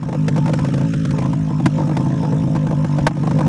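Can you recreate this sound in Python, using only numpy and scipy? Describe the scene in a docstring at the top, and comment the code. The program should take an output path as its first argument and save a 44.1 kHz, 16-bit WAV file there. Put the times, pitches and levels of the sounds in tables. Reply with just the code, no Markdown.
"""A single-cylinder motorcycle engine runs fast and unevenly at a standstill, close to a phone microphone.
Each firing is a soft push that rings the exhaust pipe with a boom. Many charges burn late and crack in the
pipe as decaying noise behind a sharp front, two of them as loud pops; the boom after a crack is early and dull.
The silencer rings with wavering notes, gas noise hisses once a cycle, and low turbulence rumbles.
"""
import sys
import numpy as np
from scipy import signal
from scipy.fft import rfft, irfft, next_fast_len
from scipy.io import wavfile
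from scipy.ndimage import uniform_filter1d, map_coordinates

SR = 44100
rng = np.random.default_rng(int(sys.argv[2]) if len(sys.argv) > 2 else 0)


def to_wav(s):
    """Save 16-bit WAV."""
    ch = np.atleast_2d(s).T  # columns
    pcm = np.round(np.clip(ch, -1, 1) * 32767)  # PCM
    wavfile.write(sys.argv[1], SR, pcm.astype(np.int16))


N = 153468


def amp(db):
    """Turn decibels into a plain factor."""
    return 10 ** (np.asarray(db) / 20)


def unit(x):
    """Scale a sound to an rms of 1."""
    return x / np.sqrt(np.mean(x ** 2) + 1e-20)


def curve(rows):
    """Join (seconds, value) points by straight lines, one value per sample."""
    seconds, values = np.transpose(rows)
    return np.interp(np.arange(N) / SR, seconds, values)


def filtered(x, response):
    """Filter x with a response given as a function of frequency in Hz."""
    length = next_fast_len(N + SR // 2)  # spare room keeps the tail from wrapping round
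    spectrum = rfft(x, length) * response(np.fft.rfftfreq(length, 1 / SR))
    return irfft(spectrum, length)[:N]


def resonance(f, hz, width):
    """Response of one resonance: strongest at hz, weaker on both sides."""
    return 1j * f * width / (hz * hz - f * f + 1j * f * width)


def ring_pipe(x, modes):
    """Ring several resonances at once; polarity sets which way each one swings."""
    return filtered(x, lambda f: sum(polarity * amp(db) * resonance(f, hz, width)
                                     for hz, width, db, polarity in modes))


def noise(spectrum, patchy_db):
    """Coloured noise of rms 1 with random louder and softer patches in time and frequency."""
    bins = signal.stft(rng.standard_normal(N), nperseg=512)[2]
    patches = uniform_filter1d(rng.standard_normal(bins.shape), 5, 0)
    patches = uniform_filter1d(patches, 6, 1)
    x = signal.istft(bins * amp(patchy_db * unit(patches)), nperseg=512)[1][:N]
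    hz, db = np.transpose(spectrum)
    return unit(filtered(x, lambda f: amp(np.interp(np.log(f + 1), np.log(hz + 1), db))))


def even(x):
    """Noise with its slow lumps ironed out, so that each crack has its full size."""
    local_power = np.abs(uniform_filter1d(x ** 2, size=400))
    return unit(x / np.sqrt(local_power + .05))


def wobble(rate):
    """A smooth random curve through the given number of random points a second."""
    points = rng.standard_normal(int(N * rate / SR) + 4)
    return map_coordinates(points, [np.arange(N) * rate / SR])


def pulses(s, size):
    """Impulses at times s in seconds, each shared between the two nearest samples."""
    at = np.clip(s * SR, 0, N - 2)
    i = at.astype(int)
    return np.bincount(i, size * (1 - at + i), N) + np.bincount(i + 1, size * (at - i), N)


# How fast the engine runs. Each row: time in seconds, firings per second.
ENGINE_SPEED = [(0.0, 49.86), (0.1657, 52.68), (0.3314, 49.81), (0.4971, 53.16), (0.6629, 54.04),
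                (0.8286, 55.24), (0.9943, 53.51), (1.16, 52.93), (1.3257, 54.21), (1.4914, 51.51),
                (1.6571, 51.46), (1.8229, 51.32), (1.9886, 52.47), (2.1543, 54.09), (2.32, 53.76),
                (2.4857, 52.94), (2.6514, 50.71), (2.8171, 50.85), (2.9829, 48.47), (3.1486, 48.33),
                (3.3143, 51.06), (3.48, 52.21)]
FIRST_PHASE = .018  # part of a cycle before the first firing


def crank():
    """Cycles turned since the start: the running sum of the speed."""
    return np.cumsum(curve(ENGINE_SPEED)) / SR - FIRST_PHASE


# Colour of the low turbulence. Each row: frequency in Hz, strength in dB.
RUMBLE_COLOUR = [(12, -59.5), (20, -37), (43, -9), (75, -9), (95, -5), (120, -27), (210, -120)]
RUMBLE_DB = -19  # against the boom


def rumble():
    """Low turbulence: patchy noise, mostly below 120 Hz."""
    return amp(RUMBLE_DB) * noise(RUMBLE_COLOUR, patchy_db=-4.5)


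# Colour of the gas hiss. Each row: frequency in Hz, strength in dB.
HISS_COLOUR = [(900, -30), (1250, 7), (1400, -0.5), (1630, 2.5), (2070, -5), (2500, -4.5), (3900, -10),
               (4700, -16.5), (5250, -6.5), (5860, -10), (6490, -11), (10100, -21), (10600, -46),
               (11000, -52), (14300, -101), (22000, -120)]
# Loudness of the hiss, around which it swells. Each row: time in seconds, level in dB.
HISS_LEVEL = [(0.0, -49.5), (0.4, -44.5), (0.62, -42), (1.22, -43.5), (1.36, -46), (1.55, -46), (1.8, -43),
              (2.36, -44.5), (2.68, -46.5), (2.93, -44), (3.06, -43.5), (3.1, -49.5), (3.2, -44.5),
              (3.48, -42)]
PUFF_DB, PUFF_PHASE = 3, 0.76  # swell up and down in dB; part of the cycle where it is loudest
PATCH_DB = 3


def hiss():
    """Escaping exhaust gas: noise that swells once a cycle."""
    puff_db = PUFF_DB * np.cos(2 * np.pi * (crank() - PUFF_PHASE))
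    return amp(curve(HISS_LEVEL) + puff_db) * noise(HISS_COLOUR, PATCH_DB)


# Notes of the silencer, two lower and three upper.
# Each row: frequency in Hz, width in Hz, average strength in dB within its group.
SILENCER_NOTES = [(437.4, 47.5, 3), (529.8, 62, 4), (660, 95, 0), (886, 61, 5.5), (1024.5, 93, -0.5)]
# Loudness of the two groups. Each row: time in seconds, level of the lower notes in dB, of the upper in dB.
SILENCER_LEVEL = [(0.0, -44, -46), (0.13, -43, -38), (0.47, -36.5, -44), (0.64, -43, -37), (0.72, -38, -46),
                  (0.87, -39, -38), (0.91, -42, -60), (1.12, -37.5, -61), (1.135, -34, -36),
                  (1.27, -38, -31.5), (1.35, -38, -41.5), (1.63, -42.5, -37), (1.75, -38, -38),
                  (2.35, -35, -34.5), (2.55, -36, -38), (3.06, -37, -35), (3.1, -52, -44.5),
                  (3.29, -27.5, -33.5), (3.48, -32, -35)]
ROAR_DB = -9  # gas noise against the firings
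WAVER_DB, WAVER_S, WAVER_RATE = 4.5, .0004, 16  # swell in dB, bend in seconds, random points per second


def silencer(s, size):
    """Firings and gas roar ring the silencer; its notes waver, and the lower and upper ones swell apart."""
    drive = unit(pulses(s, size)) + amp(ROAR_DB) * rng.standard_normal(N)

    def note(hz, width, db):
        """One resonance that swells and bends at random."""
        x = filtered(drive, lambda f: resonance(f, hz, width) ** 2)
        bent_time = np.arange(N) + SR * WAVER_S * wobble(WAVER_RATE)
        bent = np.interp(bent_time, np.arange(N), x)
        return amp(db + WAVER_DB * wobble(WAVER_RATE)) * bent

    lower = unit(sum(note(*row) for row in SILENCER_NOTES[:2]))
    upper = unit(sum(note(*row) for row in SILENCER_NOTES[2:]))
    t, lower_db, upper_db = np.transpose(SILENCER_LEVEL)
    return amp(curve([*zip(t, lower_db)])) * lower + amp(curve([*zip(t, upper_db)])) * upper


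RISE_S, HOLD_S = .0005, .005  # each crack rises fast and holds before it fades


def burst(db, t60):
    """Envelope of all cracks: fast rise, hold, then a fall of 60 dB in t60 seconds."""
    t = np.arange(SR // 10) / SR
    shape = (1 - np.exp(-t / RISE_S)) * amp(-60 * np.maximum(t - HOLD_S, 0) / t60)
    starts = pulses(np.array(LATE_BURNS)[:, 0], amp(db))
    return signal.fftconvolve(starts, shape)[:N]


# The late burns. Each row: start in seconds, strength in dB,
# then treble and knock in dB on top of that strength; each part of a crack also has its own trim below.
LATE_BURNS = [(0.03, -25, -14, -2), (0.087, -33.5, -3, 19.5), (0.127, -23, -11.5, 8),
              (0.146, -30, -5, 18.5), (0.281, -24, 3, 15.5), (0.361, -20, -9, 3), (0.378, -21, -9, 10.5),
              (0.458, -20.5, -8.5, -1), (0.478, -19, -10.5, 3), (0.493, -28, -4, 20), (0.534, -24.5, 2, 16),
              (0.589, -23, -5.5, 6.5), (0.646, -27, -1.5, 15), (0.685, -37, 1.5, 22),
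              (0.738, -27.5, -1, 13), (0.778, -26.5, -5.5, 13), (0.81, -28.5, -4, 14),
              (0.935, -32.5, 3.5, 13), (1.05, -32.5, 6.5, 15.5), (1.107, -30.5, 2.5, -6),
              (1.184, -17.5, -11, 1), (1.221, -24, -9, 4), (1.257, -22.5, -11, 0), (1.331, -20, -10.5, -38),
              (1.505, -27, -26, 10.5), (1.6, -22.5, -18, 5), (1.658, -10.5, -5.5, -5), (1.783, -19, -28, 5),
              (1.804, -22, -45, 8.5), (1.821, -25, -28, -7), (1.871, -27, -39, -6), (1.894, -22, -33, 6),
              (1.914, -24, -29, 7), (1.968, -16.5, -7, 2.5), (2.005, -27, -13, 9), (2.061, -23, -25, 0),
              (2.103, -31.5, -24, 7), (2.139, -30.5, -34, -2), (2.23, -21.5, -21, 6), (2.249, -23, -20, 4),
              (2.323, -25, -18.5, 12), (2.436, -27, -37, -24), (2.474, -27, -30, 8), (2.551, -20, -13, -6),
              (2.562, -20.5, -12.5, -8), (2.668, -22, -12, 6), (2.71, -21.5, -14.5, 8),
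              (2.726, -21.5, -26, 4.5), (2.845, -22, -10.5, 8.5), (2.985, -17.5, -12.5, 4),
              (3.067, -4, -8, -5.5), (3.11, -24, -37, -15), (3.151, -45, 0, 2), (3.168, -27, -17, 7.5),
              (3.234, -19, -24, 1), (3.272, -15, -18, 1.5), (3.31, -18, -13, 0), (3.363, -33, -16, 12),
              (3.388, -18, -14, 4), (3.408, -13, -18.5, -6), (3.464, -20, -11.5, 0)]
# Colour of the body of a crack. Each row: frequency in Hz, strength in dB.
RASP_COLOUR = [(500, -3), (650, 6.5), (800, 11), (950, 11), (1200, -1), (1600, -34), (2200, -56)]
# Colour of the treble of a crack. Each row: frequency in Hz, strength in dB.
SNAP_COLOUR = [(820, -34), (1400, 6), (1960, -0.5), (2520, -1.5), (2780, -6.5), (3270, -8.5), (6380, -11.5),
               (9870, -19), (11800, -34), (15300, -73.5), (22000, -120)]
RASP_DB, SNAP_DB, KNOCK_DB, SPIKE_DB = -6.5, -3.5, -12, 15  # trims
RASP_T60, SNAP_T60, KNOCK_T60 = .045, .035, .06  # seconds to fall by 60 dB
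KNOCK_HZ, KNOCK_WIDTH_HZ = 515, 132
SPIKE_HZ, SPIKE_WIDTH_HZ = 1000, 2200  # the pressure front that opens a crack
CLANG_HZ, CLANG_WIDTH_HZ, CLANG_DB = 820, 43, 2.5  # the front rings the pipe end; dB against the front


def cracks():
    """Late burns in the pipe: a pressure front, then rasp, treble snap and mid knock made of noise."""
    s, db, treble_db, knock_db = np.transpose(LATE_BURNS)
    rasp = burst(db + RASP_DB, RASP_T60) * even(noise(RASP_COLOUR, patchy_db=-1.0))
    snap = burst(db + treble_db + SNAP_DB, SNAP_T60) * noise(SNAP_COLOUR, patchy_db=1.0)
    band = filtered(rng.standard_normal(N), lambda f: resonance(f, KNOCK_HZ, KNOCK_WIDTH_HZ) ** 2)
    knock = burst(db + knock_db + KNOCK_DB, KNOCK_T60) * even(unit(band))

    def front_response(f):
        clang = amp(CLANG_DB) * resonance(f, CLANG_HZ, CLANG_WIDTH_HZ)
        return resonance(f, SPIKE_HZ, SPIKE_WIDTH_HZ) ** 2 + clang

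    front = filtered(pulses(s, amp(db + SPIKE_DB)), front_response)
    return front + rasp + snap + knock


JITTER_S, SIZE_DB = .00015, 1.2  # random spread of the firings in time and in size
AFTER_S = .016  # a firing this soon after a crack is upset


def firings():
    """Times and sizes of the firings, one per cycle, and which of them follow a crack."""
    turns = crank()
    s = np.interp(np.arange(int(turns[-1]) + 1), turns, np.arange(N) / SR)
    chance = rng.standard_normal((200, 2))[:len(s)]
    since_crack = s[:, None] - np.array(LATE_BURNS)[:, 0]
    upset = ((since_crack > 0) & (since_crack < AFTER_S)).any(axis=1)
    return s + JITTER_S * chance[:, 0], amp(SIZE_DB * chance[:, 1]), upset


# Low ring ahead of an upset firing.
# Each row: frequency in Hz, width in Hz, strength in dB, polarity (1 or -1 for upside down).
THUMP_NOTES = [(281, 69, -15, 1), (314.2, 20.4, -8, 1)]
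# How strong the thump is against the boom. Each row: time in seconds, strength in dB.
THUMP_STRENGTH = [(0, 1.5), (.8, -2), (1.4, -1), (1.6, 6), (2.0, 3.5), (2.3, -2.5), (2.56, 3.5), (2.8, 2.5),
                  (3.48, 3)]
THUMP_LEAD_S = 0.00601


def thump(s, size):
    """A push shortly ahead of each upset firing gives a low ring."""
    return amp(curve(THUMP_STRENGTH)) * ring_pipe(pulses(s - THUMP_LEAD_S, size), THUMP_NOTES)


# Resonances of the exhaust pipe, lowest first.
# Each row: frequency in Hz, width in Hz, strength in dB, polarity (negative is upside down, size scales it).
PIPE_NOTES = [(145, 21, 3.5, 0.94), (207, 13.3, -16.5, 1), (236, 39, -14, 1), (292.4, 16.2, -7.5, -0.86)]
EARLY_S, WEAK_DB = 0.00228, 0.5  # an upset firing comes this much early, with this gain
PUSH_HZ, LOW_CUT_HZ = 475, 45  # softness of a firing; the pipe radiates little below the cut
MUFFLED_HZ, THIN_HZ = 330.5, 135  # the boom fades outside this band, steeply at the top


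def boom(s, size, upset):
    """A soft push per firing rings the pipe; after a crack only its lowest note, early, behind a thump."""
    clean = ring_pipe(pulses(s, size * ~upset), PIPE_NOTES)
    dull = ring_pipe(pulses(s - EARLY_S, size * upset * amp(WEAK_DB)), PIPE_NOTES[:1])
    x = clean + dull + thump(s, size * upset)
    x = filtered(x, lambda f: 1 / np.sqrt((1 + (f / MUFFLED_HZ) ** 16) * (1 + (THIN_HZ / (f + 1)) ** 4)))
    return -unit(filtered(x, lambda f: (1j * f / (LOW_CUT_HZ + 1j * f) / (1 + 1j * f / PUSH_HZ)) ** 2))


# Loudness of the boom, carrying the rumble with it. Each row: time in seconds, level in dB.
ENGINE_LEVEL = [(0.0, -30), (0.03, -21.5), (0.16, -20.5), (0.22, -16), (1.63, -17.5), (1.67, -9.5),
                (1.7, -22), (1.73, -17), (1.88, -18), (2.4, -16), (2.49, -17), (2.57, -15), (2.59, -17),
                (2.97, -17), (3.0, -17), (3.05, -16), (3.14, -22.5), (3.22, -16), (3.39, -14.5),
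                (3.41, -18), (3.46, -15), (3.48, -11)]


def scene():
    """Boom and rumble swell together; silencer, hiss and cracks are added at their own levels."""
    s, size, upset = firings()
    low = amp(curve(ENGINE_LEVEL)) * (boom(s, size, upset) + rumble())
    return (low + silencer(s - EARLY_S * upset, size) + hiss() + cracks())[None]


TOP_HZ = 12040  # band limit of the phone


def record(dry):
    """The phone rounds off the loudest peaks and keeps nothing above its band limit."""
    x = dry[0] / (1 + np.abs(dry[0] / .85) ** 4) ** (1 / 4)
    return filtered(x, lambda hz: hz < TOP_HZ)[None]


dry = scene()
out = record(dry)
to_wav(out)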